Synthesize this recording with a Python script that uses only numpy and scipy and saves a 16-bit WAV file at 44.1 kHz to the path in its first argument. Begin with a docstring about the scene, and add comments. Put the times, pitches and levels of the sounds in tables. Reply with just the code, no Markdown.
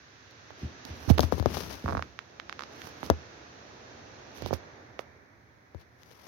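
"""Rain on metal roofs

Soft, steady rain drums and splashes on sheet-metal roofs, heard from a window by a handheld camera.
Fingers shift their grip: they knock on the case, make it creak and tick, and rub past the two
microphone openings (the ports). A sleeve brushes by. Near the end the camera draws back behind
the window pane, which shuts out much of the bright splash."""
import sys
import numpy as np
from scipy import signal
from scipy.fft import rfft, irfft, next_fast_len
from scipy.io import wavfile

SR = 44100
rng = np.random.default_rng(int(sys.argv[2]) if len(sys.argv) > 2 else 0)


def log_audio(samples):
    """Write samples as a 16-bit WAV file to the path given in sys.argv[1]."""
    # one column per channel
    frames = np.atleast_2d(samples).T
    # limit to full scale, then quantise
    limited = np.clip(frames, -1, 1)
    pcm = np.round(limited * 32767).astype(np.int16)
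    wavfile.write(sys.argv[1], SR, pcm)


N = 276507
TIME = np.arange(N) / SR
AGE = TIME[:SR // 4]   # seconds since a touch

# How hard it rains. Each row: time in seconds, level in dB, extra roof drumming in dB.
RAIN_LEVELS = [(0, -57.7, -5), (0.5, -55.3, -2), (0.9, -52, -0.5), (1.5, -54, 3), (1.9, -53.5, -3),
               (2.15, -59.5, 1.5), (2.45, -58, 3.5), (2.8, -52, 1.5), (3.45, -54.5, 2), (4.55, -54.5, 3.8)]
# The tone of the rain. Each row: frequency in Hz, level in dB.
RAIN_TONE = [(50, -7), (82, 1), (125, 0), (175, -10.5), (280, -6), (400, -4.5), (640, -6), (1050, -10),
             (1700, 0), (2300, -2.5), (3000, -17), (4000, -17), (5000, -20), (6200, -17)]
# How the glass weakens the splash. Each row: change in dB, first left, then right.
PANE_SPLASH_DB = [
    [-13],
    [-17.5],
]


def rain():
    """Far drops blur into a wash; near ones add fine grain. The pane dims the treble first and most."""
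    level_db, extra_drum_db = in_time(RAIN_LEVELS)
    retreat_start_s, retreat_takes_s = 4.64, 0.82
    retreat = (TIME - retreat_start_s) / retreat_takes_s
    behind_pane = np.clip(retreat, 0, 1)
    drum_db = level_db + extra_drum_db - 13 * behind_pane
    patter_db = level_db - 9.4 * behind_pane
    splash_db = level_db + PANE_SPLASH_DB * np.clip(retreat + 0.21, 0, 1)
    drops = rng.standard_normal((2, N)) + from_db(-3) * grains(per_s=2900, spread_db=2.0)
    wash = with_tone(drops, RAIN_TONE)
    boom = rms_one(cut(wash, 200, "low", order=4)) * from_db(-58.5 + 0.33 * (drum_db + 50))
    drum = rms_one(cut(wash, [200, 950], "band", order=4)) * from_db(drum_db - 1.27)
    patter = rms_one(cut(wash, [950, 2500], "band", order=5)) * from_db(patter_db + 0.84)
    treble = cut(cut(wash, 2690, "high", order=5), 6440, "low", order=18)
    splash = rms_one(treble) * from_db(splash_db - 1.3)
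    # the wall beside the window throws the rain back from the right
    return (boom + drum + patter + splash) * from_db([[-1.8], [1.4]])


# Fingers landing on the case. Each row: start in seconds, knock level in dB, pitch in Hz,
# crack level in dB, side in dB (above zero is left, below zero is right).
FINGER_KNOCKS = [(0.3105, -25, 6000, -35, -20), (0.5056, -19, 570, -36, -26),
                 (0.8517, -10.5, 5440, -21, -20), (1.1006, -1.5, 473, -9, -11), (1.1025, 6, 147, -18, -36),
                 (1.179, -6, 378, -12, -15), (1.1828, -2.5, 980, -7.5, -29), (1.1936, 8, 440, -5, 38),
                 (1.2059, -2, 4500, -4, 4), (1.2326, -4, 600, -15, 30), (1.3235, 4.5, 434, -15, 40),
                 (1.381, -11, 320, -26, 26), (1.398, -9, 656, -17, 37), (1.426, -9.5, 350, -22, 26),
                 (1.4588, 6, 408, -12.5, 21), (1.57, -6, 500, -15.5, 13), (1.842, -16, 192, -34, -2),
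                 (3.0303, -8, 730, -25, -15), (3.1006, 10.5, 500, -3, 13), (4.4219, -13.5, 317, -19, -21),
                 (4.461, -7.5, 480, -15, -29), (4.5086, -6, 387, -40, -32), (4.5292, -0.5, 347, -25, -38),
                 (5.7469, -19.5, 323, -38, 24), (6.033, -40, 1170, -31, 22)]
# The low notes of the case. Each row: pitch in Hz, level in dB, seconds to fade by 60 dB.
CASE_NOTES = [(81, -3.5, 0.15), (121.8, -4.5, 0.072), (211, -10, 0.051), (297, -9.5, 0.042)]


def knocks():
    """A fingertip lands near one port: a push of air, a hollow knock, a crack and a low thump."""
    out = np.zeros((2, N))
    for start, knock_db, hz, crack_db, left_db in FINGER_KNOCKS:
        # soft flesh rounds off the push
        press = cut(air_push(hz, cycles=2.28), min(4.07 * hz, 14000), "low", order=3)
        hollow = cut(rng.standard_normal(len(AGE)), [170, 600], "band") * fade(0.081)
        note = ring(hz=252.3, fade_s=0.082)
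        blow = from_db(knock_db) * (press + from_db(-11) * hollow + from_db(-27.5) * note)
        edge = from_db(crack_db) * crack(grit_db=-16, grit_fade_s=0.013)
        # lower, fleshier knocks thump the case more
        thump_db = knock_db - 22 - 9.5 * np.log2(hz / 444)
        thump = from_db(thump_db) * strike(CASE_NOTES, spread_db=0)
        add(out, start, at_ports(blow + edge + thump, left_db))
    return through_port(out)


# The hard ring of the shell. Each row: pitch in Hz, level in dB, seconds to fade by 60 dB.
SHELL_NOTES = [(2070, -12.5, 0.0023), (3660, -5.5, 0.0018), (5000, -5.5, 0.0016), (13180, -2.5, 0.00075)]


def crack(grit_db, grit_fade_s):
    """The hard edge of a touch rings the shell and leaves a short, gritty tail."""
    grit = cut(rng.standard_normal(len(AGE)), 1600, "high", order=1) * fade(grit_fade_s)
    return strike(SHELL_NOTES, spread_db=1.0) + from_db(grit_db) * grit


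# Creaks of the case. Each row: start in seconds, number of slips, gap in seconds, level in dB,
# pitch in Hz.
SEAM_CREAKS = [(1.8598, 1, 0, -8.5, 740), (1.8798, 5, .0072, -6.5, 780), (1.9239, 2, .0062, -8.5, 690),
               (1.9504, 1, 0, -5, 700), (1.9703, 2, .0063, -7.5, 805), (1.9936, 1, 0, -8, 720),
               (2.0243, 1, 0, -7, 1170), (2.19, 1, 0, -9.5, 1340), (2.3988, 1, 0, -11.5, 1380),
               (2.4955, 1, 0, -11.5, 1280), (2.5263, 1, 0, -12.5, 1300), (2.593, 4, .0143, -12, 1080),
               (2.8177, 1, 0, -19, 1650), (4.9917, 1, 0, -10.5, 1680), (4.9928, 1, 0, -10, 520)]


def seam_slips():
    """A seam gives under the grip, once or in a run of ever weaker slips. Yields start, level, pitch."""
    for start, count, gap_s, db, hz in SEAM_CREAKS:
        for k in range(round(count)):
            detune = np.exp(min(k, 1) * 0.06 * rng.standard_normal())   # the first slip stays in tune
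            yield start + k * gap_s, db - 1.8 * k, hz * detune


# Quick, high slips crack harder than slow, dull ones. Each row: pitch in Hz, crack level in dB.
CRACK_BY_PITCH = [(700, -27), (1050, -19), (1650, -18.5)]


def seam_ticks():
    """Each slip snaps beside the right port; the left one hears a duller ring a moment later."""
    out = np.zeros((2, N))
    for start, db, hz in seam_slips():
        crack_db = at_hz(CRACK_BY_PITCH, hz)
        slip = cut(air_push(hz, cycles=2.94), min(3.22 * hz, 6500), "low", order=4)
        edge = cut(crack(grit_db=-18, grit_fade_s=0.017), 7700, "low")
        add(out, start, pan(left_db=-19.5) * (from_db(db) * slip + from_db(crack_db) * edge))
        # only the low part travels through the case, best near 750 Hz
        far = cut(cut(air_push(hz, cycles=3.6), 1900, "low", order=5), 380, "high")
        far_db = db - 6.5 - 11 * abs(np.log2(hz / 750))
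        add(out, start + 0.00062, pan(left_db=43) * from_db(far_db) * far)
    return through_port(cut(out, 110, "high"))


# Skin sliding over the case. Each row: peak time, swell and fade in seconds, level in dB, side in dB.
SKIN_STROKES = [(0.595, .04, 0.11, -69, -3), (0.875, .03, 0.087, -58.5, -10), (1.03, 0.1, 0.23, -55.5, -21),
                (1.103, .02, 0.017, -35, -27), (1.135, .07, .05, -59, 3), (1.225, 0.033, .06, -45, -0.5),
                (1.33, .02, .05, -51.5, 5), (1.385, .04, .03, -47.5, 12), (1.575, .12, .09, -42.5, 23),
                (1.63, .1, .1, -57, 0), (1.71, 0.15, .12, -47, 20), (1.88, .1, .15, -58.5, -9),
                (2.85, 0.15, 0.12, -57.5, -18), (3.06, .1, .08, -55, -9), (4.375, .045, .1, -58.5, -24),
                (4.43, .09, .12, -70, -8), (4.478, .028, 0.028, -51, -28), (4.538, .016, 0.028, -43, -30),
                (4.995, .01, .04, -61, -24), (5.815, .05, .025, -67, 25), (6.125, 0.21, 0.13, -65, 25),
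                (6.27, 0.17, .1, -59, 28)]
# The tone of sliding skin. Each row: frequency in Hz, level in dB.
SKIN_TONE = [(250, 20), (550, 12.5), (1300, 0.5), (2000, 7), (4000, 7), (6000, 9), (7600, -11), (9500, -4),
             (12000, 1), (16000, -5.5)]


def skin_rub():
    """Skin catches and slips in fine grains, and each port hears its own."""
    pressure = stroke_pressure(SKIN_STROKES) * from_db(2.6 * drift(hz=55))
    fine_slips = with_tone(grains(per_s=14000, spread_db=4.5), SKIN_TONE)
    hiss = rms_one(cut(fine_slips, 300, "high")) * from_db(8)
    # now and then the skin holds longer and lets go with a coarse scrape
    scrape = rms_one(cut(grains(per_s=320, spread_db=2.5), [380, 1300], "band")) * from_db(6)
    return pressure * (hiss + scrape)


# The hand tightening. Each row: start in seconds, seconds held, level in dB, side in dB.
GRIP_SQUEEZES = [(0.605, 0.062, -37, 0), (0.87, .19, -40, -5), (1.13, .13, -30, 5), (1.33, 0.047, -31, 9),
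                 (1.45, .13, -29, 6), (1.58, .16, -35, 8), (1.835, .11, -25.5, -2), (1.98, .04, -37, -4),
                 (2.82, 0.046, -45, -3), (3.04, .12, -40, -4), (4.36, 0.18, -43, -6), (5.8, .02, -53, 6),
                 (6.04, 0.045, -54, 10)]
# The tone of the rumble. Each row: frequency in Hz, level in dB.
RUMBLE_TONE = [(30, -43.5), (50, -4.5), (78, 9), (115, -8), (160, -2), (280, -6.5), (450, -11),
               (900, -52.5)]


def grip_rumble():
    """The case rumbles with each squeeze, which comes on quickly, is held and dies away."""
    attack_s, fade_s = 0.02, 0.33
    power = np.zeros((2, N))
    for start, held_s, db, left_db in GRIP_SQUEEZES:
        attack = np.clip((TIME - start) / attack_s, 0, 1)
        release = np.clip((TIME - start - held_s) / fade_s, 0, 2)
        power += (pan(left_db) * attack * from_db(db - 60 * release)) ** 2
    rumble = rms_one(with_tone(rng.standard_normal((2, N)), RUMBLE_TONE)) * from_db(-6.5)
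    return np.sqrt(power) * rumble


# Low thumps of the case. Each row: start in seconds, level in dB, side in dB.
CASE_THUMPS = [(0.627, -23.5, -2), (0.642, -24.5, 1.5), (0.9, -29.5, 0), (1.077, -13, -34),
               (1.233, -12, 30), (1.328, -13, 30), (1.398, -12.5, 30), (1.969, -20, -16),
               (3.1038, -15, -25), (4.4399, -23, -27), (5.7466, -29, 25)]


def case_thumps():
    """The low notes of the case ring briefly, alone or under a finger knock."""
    out = np.zeros((2, N))
    for start, db, left_db in CASE_THUMPS:
        add(out, start, pan(left_db) * from_db(db) * strike(CASE_NOTES, spread_db=0.4))
    return out


# A sleeve passing. Each row: peak time, swell and fade in seconds, level in dB, side in dB.
SLEEVE_STROKES = [(0.61, .05, .2, -52, -1), (0.89, .06, .35, -50, -3), (1.49, .06, .16, -46, 4),
                  (4.44, .16, .22, -47, -4), (5.815, .05, .04, -58, 10)]
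# The tone of cloth, duller than skin. Each row: frequency in Hz, level in dB.
SLEEVE_TONE = [(150, -20), (400, 0), (900, -1), (1400, -8), (2900, -5), (4500, -9), (6300, -11),
               (7400, -40)]


def sleeve_brush():
    """Cloth slides past in a dense, soft rustle."""
    rustle = with_tone(grains(per_s=9000, spread_db=3.5), SLEEVE_TONE)
    return stroke_pressure(SLEEVE_STROKES) * rms_one(rustle)


def wall_echo(x):
    """Nearby walls send back a short, blurred echo."""
    echo = from_db(-41.5) * rng.standard_normal((2, len(AGE))) * fade(0.18)
    return signal.fftconvolve(x, echo, axes=-1)[:, :N]


def microphone_hiss():
    """The microphones add a faint, high hiss of their own."""
    return from_db(-81) * cut(rng.standard_normal((2, N)), 9500, "high", order=3)


# How a port shapes the treble, with a dip near 8000 Hz. Each row: frequency in Hz, change in dB.
PORT_TONE = [(6300, 0.5), (7000, -2.5), (7600, -15.5), (9000, -15.5), (12000, -8.5), (16000, -8)]


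def through_port(x):
    """The port colours a touch without ringing ahead of it (a minimum-phase filter)."""
    size = 512
    gain = from_db(at_hz(PORT_TONE, np.fft.rfftfreq(size, 1 / SR)))
    cepstrum = irfft(np.log(gain))
    # move all of the response to after the touch
    cepstrum[1:size // 2] *= 2
    cepstrum[size // 2 + 1:] = 0
    response = irfft(np.exp(rfft(cepstrum)))
    return signal.fftconvolve(x, response[None], axes=-1)[:, :N]


# How alike left and right sound. Each row: frequency in Hz, likeness (1 is the same, 0 is unrelated).
STEREO_LIKENESS = [(60, 0.65), (130, 0.89), (290, 0.77), (640, 0.1), (1410, -0.21), (3100, 0.058),
                   (7000, -0.11)]


def with_tone(pair, tone):
    """Two unrelated noises become left and right, alike in the bass, with the given tone."""
    size = next_fast_len(N)
    hz = np.fft.rfftfreq(size, 1 / SR)
    alike = np.clip(at_hz(STEREO_LIKENESS, hz), -1, 1)
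    mid, side = rfft(pair, size) * from_db(at_hz(tone, hz))
    left_right = np.sqrt(1 + alike) * mid + np.sqrt(1 - alike) * side * [[1], [-1]]
    return irfft(left_right, size)[:, :N]


def stroke_pressure(strokes):
    """Each stroke swells to its peak and fades, louder at the port that it passes."""
    edge_db = -19.5   # one swell before the peak, or one fade after it
    power = np.zeros((2, N))
    for peak_s, swell_s, fade_s, db, left_db in strokes:
        away = np.maximum((peak_s - TIME) / swell_s, (TIME - peak_s) / fade_s)
        near = away < 4
        power[:, near] += (pan(left_db) * from_db(db + edge_db * away[near])) ** 2
    return np.sqrt(power)


def air_push(hz, cycles):
    """A touch presses on the air in the port: a swing or two that swell and die at once."""
    swing = ring(hz, cycles / hz) * (1 - np.exp(-4 * hz * AGE))
    return np.gradient(swing) * SR / (2 * np.pi * hz)


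def strike(notes, spread_db):
    """A hit rings all the notes, each varied by spread_db; neighbours swing in opposite directions."""
    chance_db = rng.normal(0, spread_db, len(notes))
    return sum((-1) ** k * from_db(db + chance_db[k]) * ring(hz, fade_s)
               for k, (hz, db, fade_s) in enumerate(notes))


def ring(hz, fade_s):
    """One struck note dying away."""
    return np.sin(2 * np.pi * hz * AGE) * fade(fade_s)


def fade(seconds):
    """Falls by 60 dB in the given time."""
    return from_db(-60 * AGE / seconds)


def grains(per_s, spread_db):
    """Two unrelated streams of tiny impacts, many small and a few large."""
    sizes = from_db(spread_db * np.minimum(rng.exponential(1, (2, N)), 5))
    hits = rng.random((2, N)) < per_s / SR
    return rms_one(hits * sizes * rng.choice([-1, 1], (2, N)))


def drift(hz):
    """A smooth random wobble, about 1 in size."""
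    step, warm_up = 40, 2000
    pole = np.exp(-2 * np.pi * hz * step / SR)
    noise = rng.standard_normal(N // step + warm_up + 2)
    slow = signal.lfilter([1], [1, -2 * pole, pole * pole], noise)[warm_up:]
    return np.interp(np.arange(N) / step, np.arange(len(slow)), rms_one(slow))


def at_ports(sound, left_db, lag_s=0.00028):
    """The far port hears a touch weaker and later."""
    late = np.pad(sound, (round(lag_s * SR), 0))[:len(sound)]
    return pan(left_db) * np.array([sound, late] if left_db > 0 else [late, sound])


def pan(left_db):
    """The nearer port gets the whole sound, the other one less."""
    return from_db([[min(left_db, 0)], [min(-left_db, 0)]])


def add(out, start, sound):
    """Mix a sound in at its start, in seconds."""
    i = round(start * SR)
    out[:, i:i + sound.shape[-1]] += sound[..., :N - i]


def cut(x, hz, keep, order=2):
    """Keep the lows, the highs or a band; a higher order cuts more sharply."""
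    return signal.sosfilt(signal.butter(order, hz, keep, fs=SR, output="sos"), x)


def in_time(rows):
    """Turn timed rows into one curve for each column."""
    seconds, *columns = np.transpose(rows)
    return [np.interp(TIME, seconds, column) for column in columns]


def at_hz(rows, hz):
    """Read a table at any frequency, gliding evenly by octaves."""
    row_hz, values = np.transpose(rows)
    return np.interp(np.log(np.maximum(hz, 1)), np.log(row_hz), values)


def from_db(db):
    """Turn decibels into a multiplier."""
    return 10 ** (np.asarray(db) / 20)


def rms_one(x):
    """Scale to an average strength (rms) of 1."""
    return x / np.sqrt(np.mean(x ** 2) + 1e-20)


def scene():
    """Rain outside, a hand on the case, and the faint hiss of the microphones."""
    ticks = seam_ticks()
    hiss = microphone_hiss()
    outside = rain()
    hand = skin_rub() + grip_rumble() + sleeve_brush() + knocks() + case_thumps()
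    return outside + hand + ticks + wall_echo(ticks) + hiss


def record(dry):
    """The deepest bass is shut out, the hardest knocks overload, and the highest treble is cut."""
    overloaded = np.clip(cut(dry, 58, "high", order=4), -0.86, 0.86)
    return cut(overloaded, 16000, "low", order=40)


dry = scene()
out = record(dry)
log_audio(out)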